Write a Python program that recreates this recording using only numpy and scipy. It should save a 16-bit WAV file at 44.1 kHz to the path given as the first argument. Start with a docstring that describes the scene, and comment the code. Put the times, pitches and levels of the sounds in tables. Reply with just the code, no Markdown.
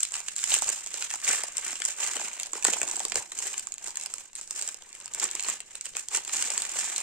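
"""Two hands work a thin, stiff plastic bag over a table, close to a small stereo microphone in a quiet room.
From the start, creases buckle in sharp snaps over a dense crackle; larger panels and the air in the bag
add duller pops. The bag flops at 0.7 s and four more times near 3 s, around the loudest snap (2.65 s).
The crackle thins towards 5 s, then picks up until the end at 7 s. Throughout, table and room throw
the snaps back and each microphone port rings in the treble."""
import sys
import numpy as np
from scipy import signal
from scipy.fft import rfft, irfft
from scipy.io import wavfile
from scipy.ndimage import uniform_filter1d

SR = 44100
rng = np.random.default_rng(int(sys.argv[2]) if len(sys.argv) > 2 else 0)


def store_pcm(level_fs):
    """Save levels as 16-bit WAV."""
    pcm = np.round(np.clip(level_fs, -1, 1) * 32767).astype(np.int16)
    wavfile.write(sys.argv[1], SR, np.atleast_2d(pcm).T)


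N = 309582

# hand squeezes: peak t/s, rise/s, fall/s, fine crackle level/dB, large panel level/dB (both relative)
SQUEEZES = [(0.0, .05, 0.18, -39, -81), (0.153, 0.051, 0.12, -38, -54.5), (.29, 0.083, 0.09, -44, -63),
            (.41, 0.13, 0.13, -40.5, -71), (.54, 0.13, 0.11, -28.5, -49), (0.691, 0.15, 0.2, -35, -57),
            (1.027, 0.22, 0.12, -38, -54.5), (1.147, 0.046, 0.044, -37, -57),
            (1.3, 0.094, 0.19, -28.5, -44), (1.587, 0.14, 0.15, -45.5, -58),
            (1.666, 0.094, 0.2, -37, -51.5), (1.89, 0.095, 0.084, -35.5, -56),
            (2.025, 0.068, 0.22, -32.5, -48), (2.251, 0.25, 0.088, -40, -52),
            (2.414, 0.39, 0.14, -44, -60.5), (2.554, 0.027, 0.079, -39, -55.5),
            (2.667, 0.011, 0.15, -30.5, -52.5), (2.95, 0.54, 0.32, -39.5, -59.5),
            (3.17, 0.03, 0.091, -36, -53), (3.442, 0.16, 0.28, -37.5, -60.5),
            (3.873, 0.093, 0.067, -42.5, -60), (4.04, 0.23, 0.24, -46.5, -64.5),
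            (4.21, 0.22, 0.11, -48.5, -69), (4.373, 0.022, 0.16, -45, -82),
            (4.579, 0.091, 0.19, -38, -60.5), (4.685, 0.023, 0.054, -41, -58),
            (4.88, 0.51, 0.18, -60.5, -72), (5.051, 0.46, 0.062, -52.5, -69),
            (5.236, 0.11, 0.094, -35.5, -49), (5.38, 0.34, 0.076, -46, -58.5),
            (5.499, 0.12, 0.091, -35, -51), (5.77, 0.24, 0.038, -51.5, -66),
            (5.867, 0.073, 0.076, -43, -68), (5.973, 0.031, 0.089, -38, -60),
            (6.151, 0.045, 0.066, -30, -45.5), (6.355, 0.094, 0.18, -33.5, -52.5),
            (6.48, 0.28, 0.39, -37, -53.5), (6.6, 0.23, 0.29, -43.5, -57),
            (6.798, 0.18, 0.29, -34.5, -52.5), (6.97, 0.14, 0.27, -41.5, -55.5)]


def snaps(colour_taps):
    """A crease creeps, then lets go in a few slips; its panel follows, last the air in the bag pops."""
    # buckling creases: peak t/s, energy after colouring of tick/dB, air pop/dB, panel/dB
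    buckles = [(0.005, 0.5, -43, -12), (0.0318, 6.5, -24, -8), (0.039, -13, -40, -33),
               (0.052, -4, -51, -11.5), (0.1095, -16, -45, -20), (0.121, -7, -25.5, -27),
               (0.1406, -2, -46, -5), (0.1542, -5, -48, -8), (0.1667, -8, -40, -18),
               (0.2038, -10, -22.5, -20), (0.2844, 0, -43, -5), (0.3637, -0.5, -49, -13),
               (0.383, -2, -49, -14), (0.3906, -5, -44, -7.5), (0.399, -9, -46, -28),
               (0.4326, -7, -43, -11.5), (0.4403, 5.5, -27, -5), (0.497, -4, -33, -27),
               (0.5197, -3, -11, 2.5), (0.5414, 10, -28, 5), (0.5637, -4, -18.5, -12),
               (0.5878, -1, -28, -23), (0.6215, 1.5, -8, -30), (0.6437, -4.5, -39, -30),
               (0.682, -5, -14.5, -5), (0.691, 6.5, -17.5, -6), (0.7002, -2, -22, -17),
               (0.7535, -23, -46, -34), (0.8626, -6, -26, -13), (0.8727, -8, -38, -25),
               (0.9057, -15, -47, -25), (0.9416, -4.5, -21, -38), (1.0244, 0, -34, -2),
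               (1.1043, -4.5, -25, -9), (1.1114, -4, -43, -7), (1.139, -1, -12.5, -17),
               (1.1563, -7, -18, -26), (1.217, -14, -49, -39), (1.2466, -1.5, -25, -20),
               (1.2784, 1, -34, 0), (1.29, 6, -13, -3), (1.3017, -8, -8, -9), (1.3336, 0, -9, -2),
               (1.34, -8, -29, -14), (1.392, -10, -19, -23), (1.4363, -1, -11.5, -10.5),
               (1.4836, -11.5, -23.5, -23), (1.57, 0.5, -37, -14), (1.5816, 2, -24, -11.5),
               (1.682, -6, -29, -25), (1.7299, -7, -18, -16), (1.756, -8, -32, -15.5),
               (1.8026, -6, -20, -11), (1.82, 0, -39, -2), (1.8521, 6, -30, -16), (1.8594, -3, -33, -16),
               (2.032, -14, -37, -6.5), (2.065, -2.5, -43, -13), (2.1353, -4, -35, -12),
               (2.1583, -7.0, -15.5, -17), (2.167, -0.5, -13.5, -4), (2.198, -10, -15, -21),
               (2.2138, -7, -13.5, -28), (2.2832, -6, -21, -10.5), (2.3319, -9, -27, -18),
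               (2.399, -1.5, -42, -7.5), (2.4324, -4, -37, -30), (2.46, -9.5, -36, -20),
               (2.4694, -11, -27, -18), (2.533, 0.5, -13, -12), (2.5529, -16, -12.5, -12),
               (2.6256, -3, -42, -7.5), (2.6334, -8, -46, -19), (2.645, 2.5, -33, -15),
               (2.6497, 14.5, 1.5, 8), (2.6825, -2, -1.5, -6), (2.7306, -3.5, -18, -20),
               (2.7354, 4.5, -14.5, 0.5), (2.7672, -9, -12, -21), (2.7853, -4, -36, -20),
               (2.816, 4.5, -11, -0.5), (2.8313, 2, -12, -5.5), (2.8779, -1, -19, -6),
               (2.8878, -4, -23, -17), (2.9132, -1, -25, -17), (2.967, -0.5, -24, -12),
               (2.995, -4.5, -35, -28), (3.003, -1, -9.5, -6), (3.0337, -12, -37, -26),
               (3.0518, 1, -13.5, -27), (3.0832, -8, -43, -28), (3.099, -8, -44, -30), (3.121, 0, -16, -1),
               (3.144, -8, -21, -26), (3.1571, 7, -7, 1.5), (3.171, -1, -35, -21),
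               (3.3198, -5.5, -20.5, -10), (3.3778, -12, -37, -35), (3.389, 0, -40, -11.5),
               (3.3946, -7, -36, -30), (3.4252, -17, -26, -14), (3.463, -9, -22, -11), (3.47, -3, -25, -15),
               (3.5418, -9, -41, -10), (3.58, -1, -38, -15), (3.595, -4, -46, -16), (3.671, -3, -21, -11),
               (3.7213, -4.5, -34, -19), (3.7401, -7.5, -52, -21), (3.7824, -12, -56, -38),
               (3.8432, -9, -38, -32), (3.874, -5, -24.5, -14), (3.8823, -9.5, -27, -30),
               (3.9063, -11.5, -32, -34), (3.957, -7, -30, -12), (3.972, 0, -43, -12),
               (3.999, -8.5, -42, -16), (4.012, -9, -45, -29), (4.036, -8, -48, -28),
               (4.0607, -2.5, -23, -10), (4.1391, -1, -24, -11), (4.1826, -9.5, -30, -17),
               (4.332, -20.5, -44, -33), (4.3533, -8, -56, -26), (4.361, -11.5, -36, -19),
               (4.3906, -16.0, -26.5, -26), (4.4124, -8, -29, -20), (4.476, -16.5, -36, -37),
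               (4.5094, -1, -24, -11.5), (4.5612, -9, -32, -32), (4.6138, -5, -26, -19),
               (4.6236, -3, -22, -19), (4.6433, -13, -32, -28), (4.677, -2.5, -38, -34),
               (4.689, -5, -34, -35), (4.7446, -10, -28, -36), (4.8224, -17.5, -28, -19.5),
               (4.929, -15, -38, -20), (4.951, -14, -44, -21), (5.0016, -15.5, -30, -29),
               (5.0124, -28, -31, -18.5), (5.058, -9, -28, -37), (5.0791, -14, -28, -17),
               (5.137, -7, -41, -34), (5.1472, -1, -30, -11.5), (5.1992, -0.5, -30, -33),
               (5.217, -9, -33, -13), (5.2283, -7, -9.5, -9), (5.241, 3.5, -19, -18), (5.254, -5, -40, -16),
               (5.313, -4, -42, -26), (5.352, -1, -18.5, -7.5), (5.3962, -3.5, -31, -5),
               (5.406, -5, -37, -28), (5.426, -7, -40, -28), (5.4364, -5.5, -41, -34),
               (5.4467, -19, -23, -7.5), (5.4856, -1, -9.5, -29), (5.4998, -0.5, -29, -32),
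               (5.6042, -7.5, -29, -11.5), (5.754, -6, -27.5, -11.5), (5.8111, -5, -43, -17),
               (5.856, -5.5, -33, -14), (5.8652, -20, -26, -13.5), (5.936, -24, -31, -21),
               (5.9527, -17, -21.5, -12), (5.9685, 0, -30, -7), (6.0857, -5.5, -38, -23),
               (6.1474, -27, -17, -20), (6.172, 1, -30, -31), (6.25, -8.5, -31, -14.5),
               (6.2778, -5, -24, -11), (6.2947, -26, -41, -9), (6.336, -5, -28, -27), (6.341, -5, -32, -25),
               (6.3465, -4, -27, -24), (6.353, -9, -30, -31), (6.367, -2, -35, -31), (6.4252, 3.5, -16, -5),
               (6.4814, -21, -24, -23), (6.5036, -1.5, -19, -20), (6.578, 5.5, -16.5, -2.5),
               (6.621, -1, -26, -26), (6.6524, -5, -24, -8.5), (6.7556, -22, -18.5, -26),
               (6.7881, 2, -19, -5.5), (6.7995, -3.5, -40, -16), (6.8113, -11, -27, -31),
               (6.855, -8, -37, -24), (6.9, -5, -24, -9), (6.9624, -0.5, -40, -31), (6.981, 0.5, -20, -20),
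               (7.003, -3, -30, -10.5)]
    out, lead = np.zeros((2, N + 2000)), 150
    t_ms = (np.arange(450) - lead) * 1000 / SR
    panel = np.where(t_ms < 0, 0.52 * np.exp(t_ms / 0.88), 0.53 * np.exp(-t_ms / 1.64))
    pop = np.exp(-abs(t_ms - 2.4) / 1.58)
    bright = band_click(3270, 18300)
    for t_s, *energy_db in buckles:
        slips = rng.standard_normal(450) * (rng.random(450) < .25)
        slips[lead] = 1.9  # main slip
        slip_ms = .8 * gain_of(.4 * energy_db[0])  # big creases slip for longer
        tick = np.where(t_ms < 0, .45 * np.exp(t_ms / slip_ms), np.exp(-t_ms / slip_ms))
        size = 1.245 ** rng.uniform(-0.81, 1)  # larger panels sound lower
        path = bounces(2, bounce_db=-2.0, decay_ms=1.74)
        path *= pan(2.0 * rng.standard_normal())
        start = round(t_s * SR) - lead - 8
        clicks = bright, band_click(300 / size, 1050 / size), band_click(1000 / size, 4800 / size)
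        for envelope, click, db in zip((tick, pop, panel), clicks, energy_db):
            part = signal.fftconvolve(path, np.convolve(slips * envelope, click)[None], axes=1)
            norm = np.linalg.norm(signal.fftconvolve(part, colour_taps[:, :512], axes=1)) / np.sqrt(2)
            out[:, start:start + part.shape[1]] += gain_of(db) * part / norm
    return out[:, :N]


def crackle():
    """Small creases tick; larger panels ring low for a cycle or so, the widest more as the bag opens."""
    # openness of the bag: t/s, boost of the widest panels/dB
    openness = [(0, -30), (.55, -12), (.68, 3), (1.2, -9.5), (2.3, -1), (2.75, 9), (3.3, 6), (4.1, 2.5),
                (5.3, -1.5), (7, -2)]
    open_db = np.interp(np.arange(N) / SR, *np.transpose(openness))
    fine_peaks_db, panel_peaks_db = np.transpose(SQUEEZES)[-2:]
    fine_db = squeeze_db(fine_peaks_db, swell_db=19, rest_db=-87)
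    panel_db = squeeze_db(panel_peaks_db, swell_db=18, rest_db=-78)
    ticks = [np.array([1., tail]) for tail in np.linspace(-.85, .1, 8)]
    panels = [ring(hz, cycles=1.0) for hz in np.geomspace(1100, 3600, 7)]
    wide_panels = [ring(hz, cycles=1.3) for hz in np.geomspace(210, 950, 7)]
    fine = grains(fine_db + 6.5, ticks, per_s=950, size_db=1.0, clump_db=1.0)
    large = grains(panel_db + 14.5, panels, per_s=600, size_db=2.0, clump_db=2.5)
    wide = grains(panel_db + open_db + 14.0, wide_panels, per_s=400, size_db=1.5, clump_db=2.0)
    return fine + large + wide


def squeeze_db(peaks_db, swell_db, rest_db):
    """Each squeeze swells and dies by swell_db over its rise and fall; the film creeps at rest_db."""
    t = np.arange(0, N / SR + .002, .002)
    peak_s, rise_s, fall_s = np.transpose(SQUEEZES)[:3, :, None]
    away = np.where(t < peak_s, (peak_s - t) / rise_s, (t - peak_s) / fall_s)
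    power = (gain_of(peaks_db[:, None] - swell_db * away ** 1.187) ** 2).sum(0) + gain_of(rest_db) ** 2
    return np.interp(np.arange(N) / SR, t, 10 * np.log10(power))


def grains(level_db, shapes, per_s, size_db, clump_db):
    """Sparse clicks, a few large, in clumps; every shape has its own place on the bag."""
    clumps = unit_rms(uniform_filter1d(rng.standard_normal(N), 250))
    density = np.exp(.55 * clumps)
    out = np.zeros((2, N))
    for shape in shapes:
        fold_db = 2.64 * unit_rms(uniform_filter1d(rng.standard_normal(N), 6000))  # places come and go
        size = gain_of(size_db * np.minimum(rng.exponential(1, N), 4) + clump_db * clumps + fold_db)
        train = size * rng.choice([-1., 1.], N) * (rng.random(N) < density * per_s / len(shapes) / SR)
        path = bounces(rng.integers(0, 6), bounce_db=-1.0, decay_ms=5.6)
        click = signal.fftconvolve(path, shape[None] / np.linalg.norm(shape), axes=1)
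        out += signal.oaconvolve(train[None], click, axes=1)[:, :N]
    local_rms = np.sqrt(uniform_filter1d((out ** 2).mean(0), 2500) + 1e-20)
    return gain_of(level_db) * out / local_rms


def thuds():
    """The whole bag flops: a soft low push of air, a little to the left."""
    # flops: t/s, level/dB
    flops = [(0.668, -50), (2.642, -51), (2.831, -48), (3.166, -46), (3.189, -45)]
    out, push = np.zeros(N), ring(hz=113, cycles=0.67)
    for t_s, db in flops:
        out[round(t_s * SR):][:len(push)] += gain_of(db) * push
    return out * pan(4.0)


def ring(hz, cycles):
    """A struck patch of film; falls to 1/e in the given cycles."""
    t = np.arange(int(5 * cycles / hz * SR) + 2) / SR
    return np.sin(2 * np.pi * hz * t) * np.exp(-t * hz / cycles)


def band_click(lo_hz, hi_hz):
    """One broad band, energy 1."""
    click = signal.butter(2, [lo_hz, hi_hz], "band", fs=SR, output="sos")
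    click = signal.sosfilt(click, signal.unit_impulse(600))
    return click / np.linalg.norm(click)


def colour():
    """Stereo taps for what the film radiates and the ringing ports make of it."""
    # radiation of the film: f/Hz, relative level/dB
    film = [(60, -33.5), (150, -19), (400, -9), (900, -4), (2700, 2), (3500, -1.5), (6000, -1.5),
            (8800, -1), (10200, -11.5), (13000, -7), (15500, -11)]
    # big panels lie to the left: f/Hz, left minus right/dB
    balance = [(100, 5), (300, 4), (1300, 0), (2400, -1), (6000, -2.5)]
    hz = np.fft.rfftfreq(4096, 1 / SR)
    left_db, right_db = port_db(hz) + curve(film, hz) + np.array([[.5], [-.5]]) * curve(balance, hz)
    taps = np.array([minimum_phase(left_db), minimum_phase(right_db)])
    return taps / np.sqrt((taps ** 2).sum(1).mean())


def port_db(hz):
    """Each port is a small cavity: flat below, a peak at its pitch, falling above."""
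    # left and right cavity: f/Hz, width/Hz, gain/dB
    cavities = [(8000, 1390, 1), (7334, 800, -0.5)]
    return np.array([db - 20 * np.log10(abs(1 - (hz / f) ** 2 + 1j * hz * width / f ** 2))
                     for f, width, db in cavities])


def bounces(lag_samples, bounce_db, decay_ms):
    """Direct sound and quick bounces off table and hands, a few samples apart at the two ports."""
    delays = np.r_[0, rng.integers(10, 250, 10)]
    gains = gain_of(bounce_db) * rng.standard_normal(11) * np.exp(-delays * 1000 / SR / decay_ms)
    gains[0] = 1
    taps = np.zeros((2, 270))
    taps[0, delays + np.r_[lag_samples, rng.integers(0, 7, 10)]] = gains
    taps[1, delays + np.r_[0, rng.integers(0, 4, 10)]] = gains
    return taps / np.linalg.norm(taps)


def room(x):
    """Sparse reflections of random sign, each band dying at its own speed."""
    # room decay: f/Hz, T60/s
    decay = [(200, 0.16), (1000, 0.093), (4000, 0.16), (10000, 0.019)]
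    taps = np.zeros((2, SR // 2))
    delays = np.arange(260, SR // 2 - 20, 20) + rng.integers(0, 20, (2, (SR // 2 - 261) // 20))
    np.put_along_axis(taps, delays, rng.choice([-1., 1.], delays.shape), 1)
    hz, t, spectra = signal.stft(taps, SR, nperseg=256)
    tail = signal.istft(spectra * gain_of(-60 * t / curve(decay, hz)[:, None]), SR, nperseg=256)[1]
    return signal.fftconvolve(x, tail / np.linalg.norm(tail[0]), axes=1)[:, :N]


def hush(rms_db=-62):
    """Faint wavering noise with a low rumble, unrelated left and right."""
    # quiet of the room: f/Hz, relative density/dB
    floor = [(12, 4), (20, -0.5), (41, -6.5), (77, -10), (624, -13.5), (900, -65), (7520, -12),
             (16000, -68)]
    spectrum = gain_of(curve(floor, np.fft.rfftfreq(N, 1 / SR)))
    waver_db = 3.4 * unit_rms(uniform_filter1d(uniform_filter1d(rng.standard_normal((2, N)), 3000), 3000))
    noise = irfft(rfft(rng.standard_normal((2, N))) * spectrum, N)
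    return gain_of(rms_db) * unit_rms(noise * gain_of(waver_db) * pan(3.0))


def gain_of(db):
    return 10 ** (np.asarray(db) / 20)


def pan(left_minus_right_db):
    return gain_of(left_minus_right_db * np.array([[.5], [-.5]]))


def unit_rms(x):
    return x / np.sqrt(np.mean(x ** 2) + 1e-20)


def curve(points, hz):
    """Table interpolated on a log-frequency axis."""
    f, value = np.transpose(points)
    return np.interp(np.log(hz + 1), np.log(f + 1), value)


def minimum_phase(db):
    """Taps for a gain given from 0 Hz to SR / 2."""
    log_gain = np.log(gain_of(np.r_[db, db[-2:0:-1]]))
    return np.fft.ifft(np.exp(signal.hilbert(log_gain).conj())).real[:len(db) // 2]


def scene():
    """Bag and room reflections, coloured by film and ports, over thuds and hush."""
    colour_taps = colour()
    bag = crackle() + snaps(colour_taps)
    in_room = bag + gain_of(-14.0) * room(bag)
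    return signal.oaconvolve(in_room, colour_taps, axes=1)[:, :N] + thuds() + hush()


def record(dry):
    """Soft peak limiting, then a low-pass."""
    ceiling, edge_hz = .8, 15800
    limited = ceiling * np.tanh(dry / ceiling)
    lowpass = signal.firwin(511, edge_hz, window=("kaiser", 9), fs=SR)
    return signal.oaconvolve(limited, lowpass[None], "same")


dry = scene()
out = record(dry)
store_pcm(out)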